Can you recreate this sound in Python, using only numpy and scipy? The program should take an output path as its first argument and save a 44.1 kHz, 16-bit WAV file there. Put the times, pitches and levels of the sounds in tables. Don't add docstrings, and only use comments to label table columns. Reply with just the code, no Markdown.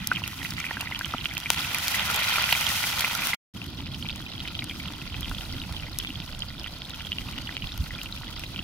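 import sys
import numpy as np
from scipy import signal
from scipy.fft import rfft, irfft, next_fast_len
from scipy.io import wavfile
from scipy.ndimage import uniform_filter1d, map_coordinates

SR = 44100
rng = np.random.default_rng(int(sys.argv[2]) if len(sys.argv) > 2 else 0)


def generate_wav(signal):
    frames = np.transpose(np.atleast_2d(signal))
    scaled = np.clip(frames, -1, 1) * 32767
    pcm = np.round(scaled).astype(np.int16)
    wavfile.write(sys.argv[1], SR, pcm)


def makeup_ratio(level_db):
    decades = np.asarray(level_db, float) / 20
    return 10 ** decades


N = 380583

SILENCE = (3.348, 3.537)
MOVE = 3.44
# time in seconds, roar in dB, deep flutter in dB, upper part of the roar in dB.
FIRE_LEVELS = [(0, -39.5, -53, -52), (.5, -43, -59, -49), (1.2, -45.5, -51, -51), (2.2, -42.5, -65, -57),
               (3.34, -44, -56.5, -51.5), (3.55, -44, -65, -45), (3.9, -40.5, -48.5, -48.5),
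               (4.3, -42, -48, -49.5), (4.8, -41, -48, -47), (5.3, -43.5, -41, -50), (5.8, -43, -45, -50.5),
               (6.3, -43.5, -45, -52), (6.8, -47, -48.5, -54.5), (7.3, -42.5, -43.5, -49),
               (7.8, -44.5, -44, -54), (8.63, -42.5, -46.5, -49.5)]
# frequency in Hz, relative level in dB per Hz.
ROAR_SPECTRUM = [(35, -27.5), (60, -3.5), (135, -4.5), (200, -6.5), (260, -18), (400, -58)]
# frequency in Hz, relative level in dB per Hz.
UPPER_SPECTRUM = [(150, -37.5), (240, 1.5), (330, -3.5), (450, -22.5), (600, -58.5)]
# frequency in Hz, relative level in dB per Hz.
FLUTTER_SPECTRUM = [(12, -20), (24, 2.5), (45, 2.5), (70, 0.5), (100, 1), (160, -46)]
# middle in seconds, rise above the flutter in dB.
PUFFS = [(.54, 11), (5.3, 8), (5.72, 10), (7.66, 10.5), (7.82, 15)]
PUFF_S = 0.03
# frequency in Hz, likeness from 0 to 1.
FIRE_ALIKE = [(40, .91), (400, .9)]
# time in seconds, bubbling in dB, hiss and small spits in dB.
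PAN_LEVELS = [(0, -38, -58.5), (.4, -42.5, -53.5), (.65, -38.5, -54.5), (1.2, -40, -58), (1.495, -40, -53),
              (1.515, -38, -41), (1.58, -32, -43.5), (1.64, -35, -44.5), (1.8, -32.5, -45), (2.1, -29, -41),
              (2.4, -28.5, -40), (2.7, -31.5, -39.5), (3.0, -33, -39.5), (3.341, -31, -43.5),
              (3.55, -44.5, -59), (3.75, -43, -66), (4.1, -42, -61), (4.6, -41.5, -60.5),
              (5.0, -41.5, -62.5), (5.4, -41, -59), (6.1, -42, -60.5), (6.65, -42, -64.5),
              (7.5, -41.5, -61), (8.1, -42, -61), (8.63, -41.5, -62.5)]
# pitch in Hz, relative level in dB.
FROTH_ABOVE = [(400, -51), (650, -10.5), (950, -5), (1400, -8), (2300, 0), (3200, -0.5), (5000, -2),
               (7500, -23)]
# pitch in Hz, relative level in dB.
FROTH_BESIDE = [(400, -11), (650, -6), (950, -8.5), (1400, -6.5), (2300, -8), (3200, 1), (5000, -2),
                (6800, -20.5), (9000, -57)]
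# frequency in Hz, relative level in dB per Hz.
MURMUR_ABOVE = [(400, -22), (800, -3.5), (1400, 7), (2400, 9.5), (3600, 5.5), (6500, -9), (9000, -34)]
# frequency in Hz, likeness from 0 to 1.
PAN_ALIKE = [(600, 0.5), (1400, 0.3), (3000, 0.1), (6000, 0.17)]
POPS_DB = (-2.5, -10)
FINE_DB = -7
MURMUR_DB, SURGE_DB = -12, 3
MERGE = .36
LEAD_S = .00006
# frequency in Hz, relative level in dB.
SPRAY_COLOUR = [(1500, -33), (4000, -5), (6000, -2.5), (7600, -9), (12500, -4.5), (15000, -10),
                (16500, -12)]
TREBLE_LEAN = (1.6, 6.6)  # spray, left over right in dB, from above and from the side
FLURRY_DB, FLURRY_RATE = 1.8, 25
# start in seconds, starting level in dB before colouring,
# its lower part against that in dB, left over right in dB.
LOUD_SPITS = [(0.0722, -6.5, -32, -2), (0.2773, -15, -2, 1), (0.43, -25.5, 5.5, -1), (0.507, -17, -15, 1),
              (0.6005, -22, -6, 5), (0.8104, -16.5, -1, 3), (0.8025, -32, -5, 0), (0.9916, -18.5, -3, 0),
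              (1.0569, -20, -13, 1.0), (1.3377, -19, -7, -5), (1.379, -12.5, -5, 1), (1.503, -6, 3, 15),
              (1.7466, -9.5, -6, -1), (1.785, -13, -8, -4), (1.873, -17, -3, 6), (1.8815, -7, -7, -1),
              (1.9705, -23, 2, -6), (2.144, -13, -17, 3), (2.161, -9, -23, -1), (2.289, -13, -13, 8),
              (2.423, -13, -21, 6), (2.5266, -7.5, 3.5, 2), (2.61, -13, -22, 8), (2.69, -10.5, -22, 6),
              (2.716, -18, -15, 2.5), (2.735, -18, -23, 11), (2.9942, -12, -12, 1), (3.0083, -11, -14, 7),
              (3.151, -12, -7, -5), (3.271, -8, -5.5, 3.5), (4.642, -17.5, -8, 6), (5.208, -21, -11, 6),
              (5.987, -8, -30, 5), (6.392, -24, -16, -2), (6.896, -29, 3, 13), (7.384, -28.5, 8, 7),
              (7.418, -27, -2, 6.5), (7.777, -21.5, -6, 8), (8.033, -23, -10, 5), (8.395, -24.5, 1, 10)]
# frequency in Hz, relative level in dB.
THUMP_COLOUR = [(200, -32.5), (600, -8), (1200, -2.5), (3000, 1.5), (5000, -6), (8000, -28.5), (12000, -29)]
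# start in seconds, peak in dB before the housing, pitch in Hz,
# left over right in dB, cycles of ringing (held within 4 to 40).
BIG_BUBBLES = [(0.1157, -12, 1490, 0, 26), (0.16, -19.5, 2780, -3, 24), (0.172, -22.5, 2260, 3, 23),
               (0.2382, -20.5, 2820, -5, 46), (0.417, -29.5, 1940, -11, 31), (0.4492, -21, 2100, -3.5, 20),
               (0.457, -24, 2750, -3, 33), (0.567, -29, 2840, -5.0, 21), (0.5821, -22, 2100, -3.5, 31),
               (0.603, -23, 2280, 1, 37), (0.642, -23, 2000, -10, 15), (0.652, -20.5, 2360, 1, 14),
               (0.6655, -21, 2400, -0.5, 25), (0.688, -25, 2380, 0, 15), (0.7088, -21.5, 1830, -8, 36),
               (0.77, -21, 1650, -3, 21), (0.8073, -19, 2680, -2.0, 18), (0.8714, -24, 2000, -1.5, 41),
               (0.922, -21.5, 2110, 2, 33), (0.948, -20, 2730, -1, 14), (1.0109, -19.5, 1630, 2, 24),
               (1.046, -19, 3060, -5, 17), (1.1382, -19, 1250, 0, 14), (1.1824, -23.5, 2950, -6, 20),
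               (1.215, -31, 2650, -8, 28), (1.257, -11.5, 2730, -4, 9.4), (1.3694, -17, 2650, -5, 14),
               (1.459, -17.5, 2320, 1, 19), (1.648, -22, 2600, -5, 26), (1.312, -25, 2100, 3, 42),
               (1.7453, -18.5, 2490, -1, 26), (1.944, -16, 2000, 2, 22), (2.0993, -18.5, 1340, 0, 14),
               (2.145, -21, 2360, 2, 22), (2.222, -14, 2230, 1, 18), (2.283, -22, 2330, 5, 32),
               (2.3266, -16, 2400, 2, 14), (2.358, -16, 2330, 3, 28), (2.3831, -15.5, 1370, -0.5, 13),
               (2.441, -14, 2780, -3, 20), (2.5245, -10, 2670, -1, 17), (2.5513, -15, 2290, 3, 23),
               (2.6664, -18, 3200, -8, 27), (2.8394, -13.5, 1990, 1, 10), (3.021, -17, 2040, -0.5, 14),
               (3.046, -9.5, 2270, 1, 12), (3.078, -22, 2450, 0, 23), (3.1514, -26, 1470, 2, 34),
               (3.2205, -19.5, 2300, -0.5, 18), (3.333, -14, 2100, 0.5, 32), (3.617, -25, 2700, 5, 21),
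               (3.9448, -26, 3070, -4.0, 18), (4.026, -24, 3130, -2, 22), (4.0547, -29, 2500, 6, 28),
               (4.088, -22, 3350, -1.5, 27), (4.0956, -21, 2780, 3, 18), (4.1045, -23, 3720, -3, 23),
               (4.2647, -28.5, 2630, 0, 34), (4.4036, -21, 3300, 1, 13), (4.454, -25, 2150, 1.0, 16),
               (4.478, -26, 2960, 3, 10), (4.552, -20, 3070, -3, 11), (4.591, -17.5, 3170, 1, 11),
               (4.6225, -22.5, 2230, 2, 23), (4.6964, -22, 3250, 2, 20), (4.711, -26, 2300, 2, 26),
               (4.8014, -26, 2200, 2, 28), (4.8827, -27, 3140, -6, 18), (5.016, -29, 2780, 1, 34),
               (5.1434, -21.5, 2540, 6, 6.1), (5.187, -37, 3370, 1, 24), (5.245, -25, 3100, -2, 22),
               (5.23, -24.5, 3300, -5.0, 23), (5.3143, -25, 1460, 2, 6.4), (5.35, -30, 3500, -2, 18),
               (5.4097, -25.5, 3060, 0, 24), (5.617, -24.5, 2960, 3, 18), (5.7653, -25, 3200, -2, 28),
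               (5.798, -29, 2940, 1, 37), (5.8334, -25.5, 2370, 1, 17), (5.9998, -23, 3070, 3, 24),
               (6.0485, -19, 2390, 2, 6.9), (6.0717, -24.5, 3470, -4, 21), (6.104, -26, 2810, 0, 27),
               (6.156, -26.5, 3280, -4, 19), (6.4214, -19.5, 3020, -0.5, 28), (6.643, -27.5, 2860, -9, 34),
               (6.6627, -24, 2420, 0, 9.1), (6.944, -25, 3260, 1, 10), (7.005, -33, 3050, 0, 20),
               (7.0495, -29, 3180, -4.0, 35), (7.0693, -27.5, 3220, -1, 36), (7.1154, -35, 2530, 1, 20),
               (7.119, -16, 3000, 0, 20), (7.1844, -17.5, 2840, 2, 19), (7.364, -31, 2800, 5, 18),
               (7.386, -26, 2960, 3, 18), (7.473, -25, 2960, -3, 30), (7.4919, -21.5, 1900, 1, 16),
               (7.5679, -15.5, 2880, 0, 5.3), (7.6223, -24, 2940, -3, 30), (7.72, -25, 3870, 3, 18),
               (7.9074, -25.5, 1970, 1, 22), (7.9874, -28, 2400, 3, 25), (8.0595, -25, 2720, -1.5, 19),
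               (8.125, -23, 4000, 2, 25), (8.1753, -31, 2560, 3, 27), (8.4366, -23.5, 2620, 0, 18),
               (8.561, -23, 2980, 1, 18), (8.5916, -21, 2870, 2, 27)]
AFTER_DB = (-13, -14)
# start in seconds, starting level in dB, pitch in Hz.
PLOPS = [(0.219, -14, 1000), (0.712, -10, 930), (0.913, -14, 980), (1.146, -10.5, 624), (1.146, -17.5, 255),
         (1.504, -34, 298), (1.503, -2.5, 930), (2.001, -12.5, 866), (2.167, -10, 905), (2.378, -17, 870),
         (2.5262, -8.5, 900), (3.042, -6, 1130), (3.078, -11, 1000), (4.048, -21, 885), (5.314, -21, 996),
         (8.213, -20, 950)]
# centre in Hz, width in Hz, gain in dB.
HOUSING_BANDS = [(930, 170, 2.5), (1167, 170, -2), (1417, 167, 6), (1684, 614, -6), (1990, 133, 2.5),
                 (2220, 92, -9.5), (2400, 86, 2.5), (3200, 85, 4)]
# frequency in Hz, difference in dB.
LEFT_COLOUR = [(1200, 0), (3500, -2.5), (9000, 0), (13000, -1)]
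# frequency in Hz, gain in dB.
TREBLE_CUTOFF = [(15700, 1.5), (16000, -18.5), (16600, -43.5), (16800, -83)]


def unit(x):
    return x / np.sqrt(np.mean(x ** 2) + 1e-20)


def along(points, hz):
    f, v = np.transpose(points)
    return np.interp(np.log(hz + 1), np.log(f + 1), v)


def control(column, s):
    rows = np.array(PAN_LEVELS)
    return np.interp(s, rows[:, 0], rows[:, column])


def wobble(rate, s):
    knots = rng.standard_normal(int(N * 60 / SR) + 4)
    return map_coordinates(knots, [s * min(rate, 60)])


def calm(s, busy_db):
    return np.clip((busy_db - control(1, s)) / 12, .5, 1)


def filtered(x, response):
    m = next_fast_len(N + 8192)
    return irfft(rfft(x, m) * response(np.fft.rfftfreq(m, 1 / SR)), m)[..., :N]


def pair(spectrum, alike):
    def mid_side(hz):
        turn = np.arccos(np.clip(along(alike, hz), 0, 1)) / 2
        return makeup_ratio(along(spectrum, hz)) * [np.cos(turn), np.sin(turn)]

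    mid, side = filtered(rng.standard_normal((2, N)), mid_side)
    return unit(np.array([mid + side, mid - side]))


def scatter(s, shape, pan_db, lag, size):
    out, step = [], np.arange(size)
    for side in (1, -1):
        start = (s + side * lag / 2) * SR
        first = np.clip(np.ceil(start), 0, N).astype(int)
        wave = shape((step + (first - start)[:, None]) / SR)
        wave = wave * makeup_ratio(side * pan_db / 2)[:, None]
        out.append(np.bincount((first[:, None] + step).ravel(), wave.ravel(), N + size + 1)[:N])
    return np.array(out)


def ring(hz, life, db, rise, glide, bend):
    hz, life, db, glide = (np.asarray(v)[:, None] for v in (hz, life, db, glide))

    def wave(t):
        decay = makeup_ratio(db - 60 * (t / life) ** bend)
        onset = 1 - np.exp(-t / rise)
        return decay * onset * np.sin(2 * np.pi * hz * t * (1 + glide * t / life))
    return wave


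def fire():
    t = np.arange(N) / SR
    s, roar_db, deep_db, upper_db = np.transpose(FIRE_LEVELS)
    lumps_db = 0.74 * wobble(12, t)
    roar = unit(pair(ROAR_SPECTRUM, FIRE_ALIKE) * makeup_ratio(lumps_db + 2.13 * wobble(30, t)))
    upper = unit(pair(UPPER_SPECTRUM, FIRE_ALIKE) * makeup_ratio(1.1 * lumps_db + 2.1 * wobble(30, t)))
    deep = unit(pair(FLUTTER_SPECTRUM, FIRE_ALIKE) * makeup_ratio(.9 * lumps_db + 2.2 * wobble(9, t)))
    puff_db = sum(db * np.exp(-((t - when) / PUFF_S) ** 2) for when, db in PUFFS)
    left_right = np.array([[-1], [1]])
    roar = roar * makeup_ratio(np.interp(t, s, roar_db) + 0.61 * puff_db + 1.0 * left_right)
    upper = upper * makeup_ratio(np.interp(t, s, upper_db) + .8 * left_right)
    deep = deep * makeup_ratio(np.interp(t, s, deep_db) + puff_db + 2.1 * left_right)
    return roar + upper + deep


def froth(count, low_hz, high_hz, cycles, spread_db, clump_db, rare):
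    draw, bell = rng.random((count, 3)), rng.standard_normal((count, 4))
    s = draw[:, 0] * N / SR
    hz = low_hz * (high_hz / low_hz) ** draw[:, 1]
    size_db = -spread_db * np.clip(hz / 2200, .3, 1) * np.log(draw[:, 2] + rare)
    place_db = np.where(s < MOVE, along(FROTH_ABOVE, hz), along(FROTH_BESIDE, hz))
    db = place_db + calm(s, busy_db=-24) * size_db + clump_db(s)
    life = np.clip(cycles / hz * np.exp(0.5 * bell[:, 0]), .001, .009)
    shape = ring(hz, life, db, rise=0.000091, glide=0.11 * bell[:, 1], bend=2.21)
    pan_db = 0.78 * bell[:, 2] * hz / 2000 - 1.2
    x = scatter(s, shape, pan_db, 0.00005 * bell[:, 3] - LEAD_S, size=400)
    power = uniform_filter1d(np.mean(x ** 2, axis=0), size=SR // 2)
    return x / np.sqrt(np.abs(power) + 1e-12)


def bubbles():
    t = np.arange(N) / SR
    seething_db = control(1, t) + 0.22 * wobble(5.9, t)
    surge = calm(t, busy_db=-21.5) * np.tanh(unit(wobble(24, t) + 4 * wobble(60, t)))

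    def clump(depth_db):
        return lambda s: depth_db * np.interp(s, t, surge)

    fine = froth(7000, low_hz=416.0, high_hz=7830, cycles=16.0, spread_db=4.0, clump_db=clump(1.8), rare=0.018)
    pops = froth(1300, low_hz=1470, high_hz=4060, cycles=17, spread_db=3.5, clump_db=clump(5), rare=.03)
    snaps = froth(800, low_hz=1850, high_hz=5000, cycles=11, spread_db=6.5, clump_db=clump(3.5), rare=.09)
    ticks = froth(800, low_hz=900, high_hz=3600, cycles=3.5, spread_db=7.5, clump_db=clump(2.5), rare=0.04)
    murmur = np.where(t < MOVE, pair(MURMUR_ABOVE, PAN_ALIKE), pair(FROTH_BESIDE, PAN_ALIKE))
    murmur = filtered(murmur, lambda hz: np.exp(1j * np.pi * hz * LEAD_S * np.array([[1], [-1]])))
    harder_db = seething_db + 54.5
    murmur_db = MURMUR_DB + MERGE * harder_db + SURGE_DB * surge
    distinct = makeup_ratio(np.where(t < MOVE, *POPS_DB)) * pops + snaps + makeup_ratio(-7 + 0.35 * harder_db) * ticks
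    distinct = makeup_ratio(-5.0 - 0.2 * harder_db) * distinct
    return makeup_ratio(seething_db) * (makeup_ratio(FINE_DB) * fine + distinct + makeup_ratio(murmur_db) * murmur)


def hiss():
    t = np.arange(N) / SR
    flicker_db = calm(t, busy_db=-14) * (2.8 * wobble(16, t) + 3.2 * wobble(60, t))
    lean_db = np.where(t < MOVE, *TREBLE_LEAN) * [[.5], [-.5]]
    return pair(SPRAY_COLOUR, [(5000, 0.0079)]) * makeup_ratio(control(2, t) + 2.0 + flicker_db + lean_db)


def crack(db, t60, size):
    shared = rng.standard_normal((len(db), size))

    def wave(t):
        own = 0.12 * rng.standard_normal(shared.shape)
        return makeup_ratio(db[:, None] - 60 * t / t60) * (shared + own)
    return wave


def spits():
    draw, bell = rng.random((3500, 2)), rng.standard_normal((3500, 2))
    s = draw[:, 0] * N / SR
    chance_db = FLURRY_DB * wobble(FLURRY_RATE, s) - 3.92 * np.log(draw[:, 1] + 0.0014)
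    db = control(2, s) + 8 + calm(s, busy_db=-29.5) * chance_db
    lean_db = 3 * bell[:, 0] + np.where(s < MOVE, *TREBLE_LEAN)
    small = scatter(s, crack(db, 0.015, size=200), lean_db, .0001 * bell[:, 1], size=200)
    s, db, low_db, pan_db = np.transpose(LOUD_SPITS)
    lag = .0001 * rng.standard_normal(len(s))
    loud = scatter(s, crack(db, 0.008, size=400), pan_db, lag, size=400)
    thump = scatter(s, crack(db + low_db, 0.011, size=400), 0.28 * pan_db, 0 * s, size=400)
    bright = filtered(small + loud, lambda hz: makeup_ratio(along(SPRAY_COLOUR, hz)))
    lower = filtered(thump + makeup_ratio(2.5) * small, lambda hz: makeup_ratio(along(THUMP_COLOUR, hz)))
    return bright + lower


def bursts():
    s, db, hz, pan_db, cycles = np.transpose(BIG_BUBBLES)
    bell, later = rng.standard_normal((len(s), 6)), rng.random((len(s), 2))
    life = np.clip(cycles, 4, 40) / hz
    big = ring(hz, life, 0 * s, rise=0.00011, glide=0.091 * bell[:, 0], bend=1.27)

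    def sized(t):
        wave = big(t)
        return makeup_ratio(db)[:, None] * wave / np.abs(wave).max(axis=1, keepdims=True)

    lag = .00006 * bell[:, 1] - LEAD_S
    out = scatter(s, sized, pan_db, lag, size=900)
    for k in (0, 1):
        small_hz = hz * np.exp(0.2 * bell[:, 2 + k])
        small_db = db + np.where(s < MOVE, *AFTER_DB) + 3.3 * bell[:, 4 + k]
        small = ring(small_hz, 0.013 + 0 * s, small_db, rise=0.00019, glide=0 * s, bend=1.44)
        out = out + scatter(s + 0.002147 + 0.0078 * later[:, k], small, pan_db, lag, size=400)
    when, plop_db, plop_hz = np.transpose(PLOPS)
    plop = ring(plop_hz, 5.9 / plop_hz, plop_db, rise=0.00075, glide=0 * when, bend=0.78)
    return out + scatter(when, plop, 0 * when - .8, 0 * when, size=1200)


def housing(hz):
    response = 1
    for centre, width, db in HOUSING_BANDS:
        band = 1j * hz * width / (centre * centre - hz * hz + 1j * hz * width)
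        response = response * (1 + (makeup_ratio(db) - 1) * band)
    return response


def scene():
    return fire() + bubbles() + hiss() + spits() + bursts()


def top_cut(x):
    return signal.sosfilt(signal.butter(12, 16800, fs=SR, output="sos"), x)


def record(dry):
    t = np.arange(N) / SR
    fade_out = makeup_ratio(-np.clip((t - SILENCE[0]) * 5000, 0, 200))
    fade_in = np.clip((t - SILENCE[1]) / .013, 0, 1)

    def colour(hz):
        colour_db = along(TREBLE_CUTOFF, hz) + along(LEFT_COLOUR, hz) * [[.5], [-.5]]
        return housing(hz) * makeup_ratio(colour_db)

    mix = filtered(dry * np.maximum(fade_out, fade_in), colour)
    return top_cut(mix)


dry = scene()
out = record(dry)
generate_wav(out)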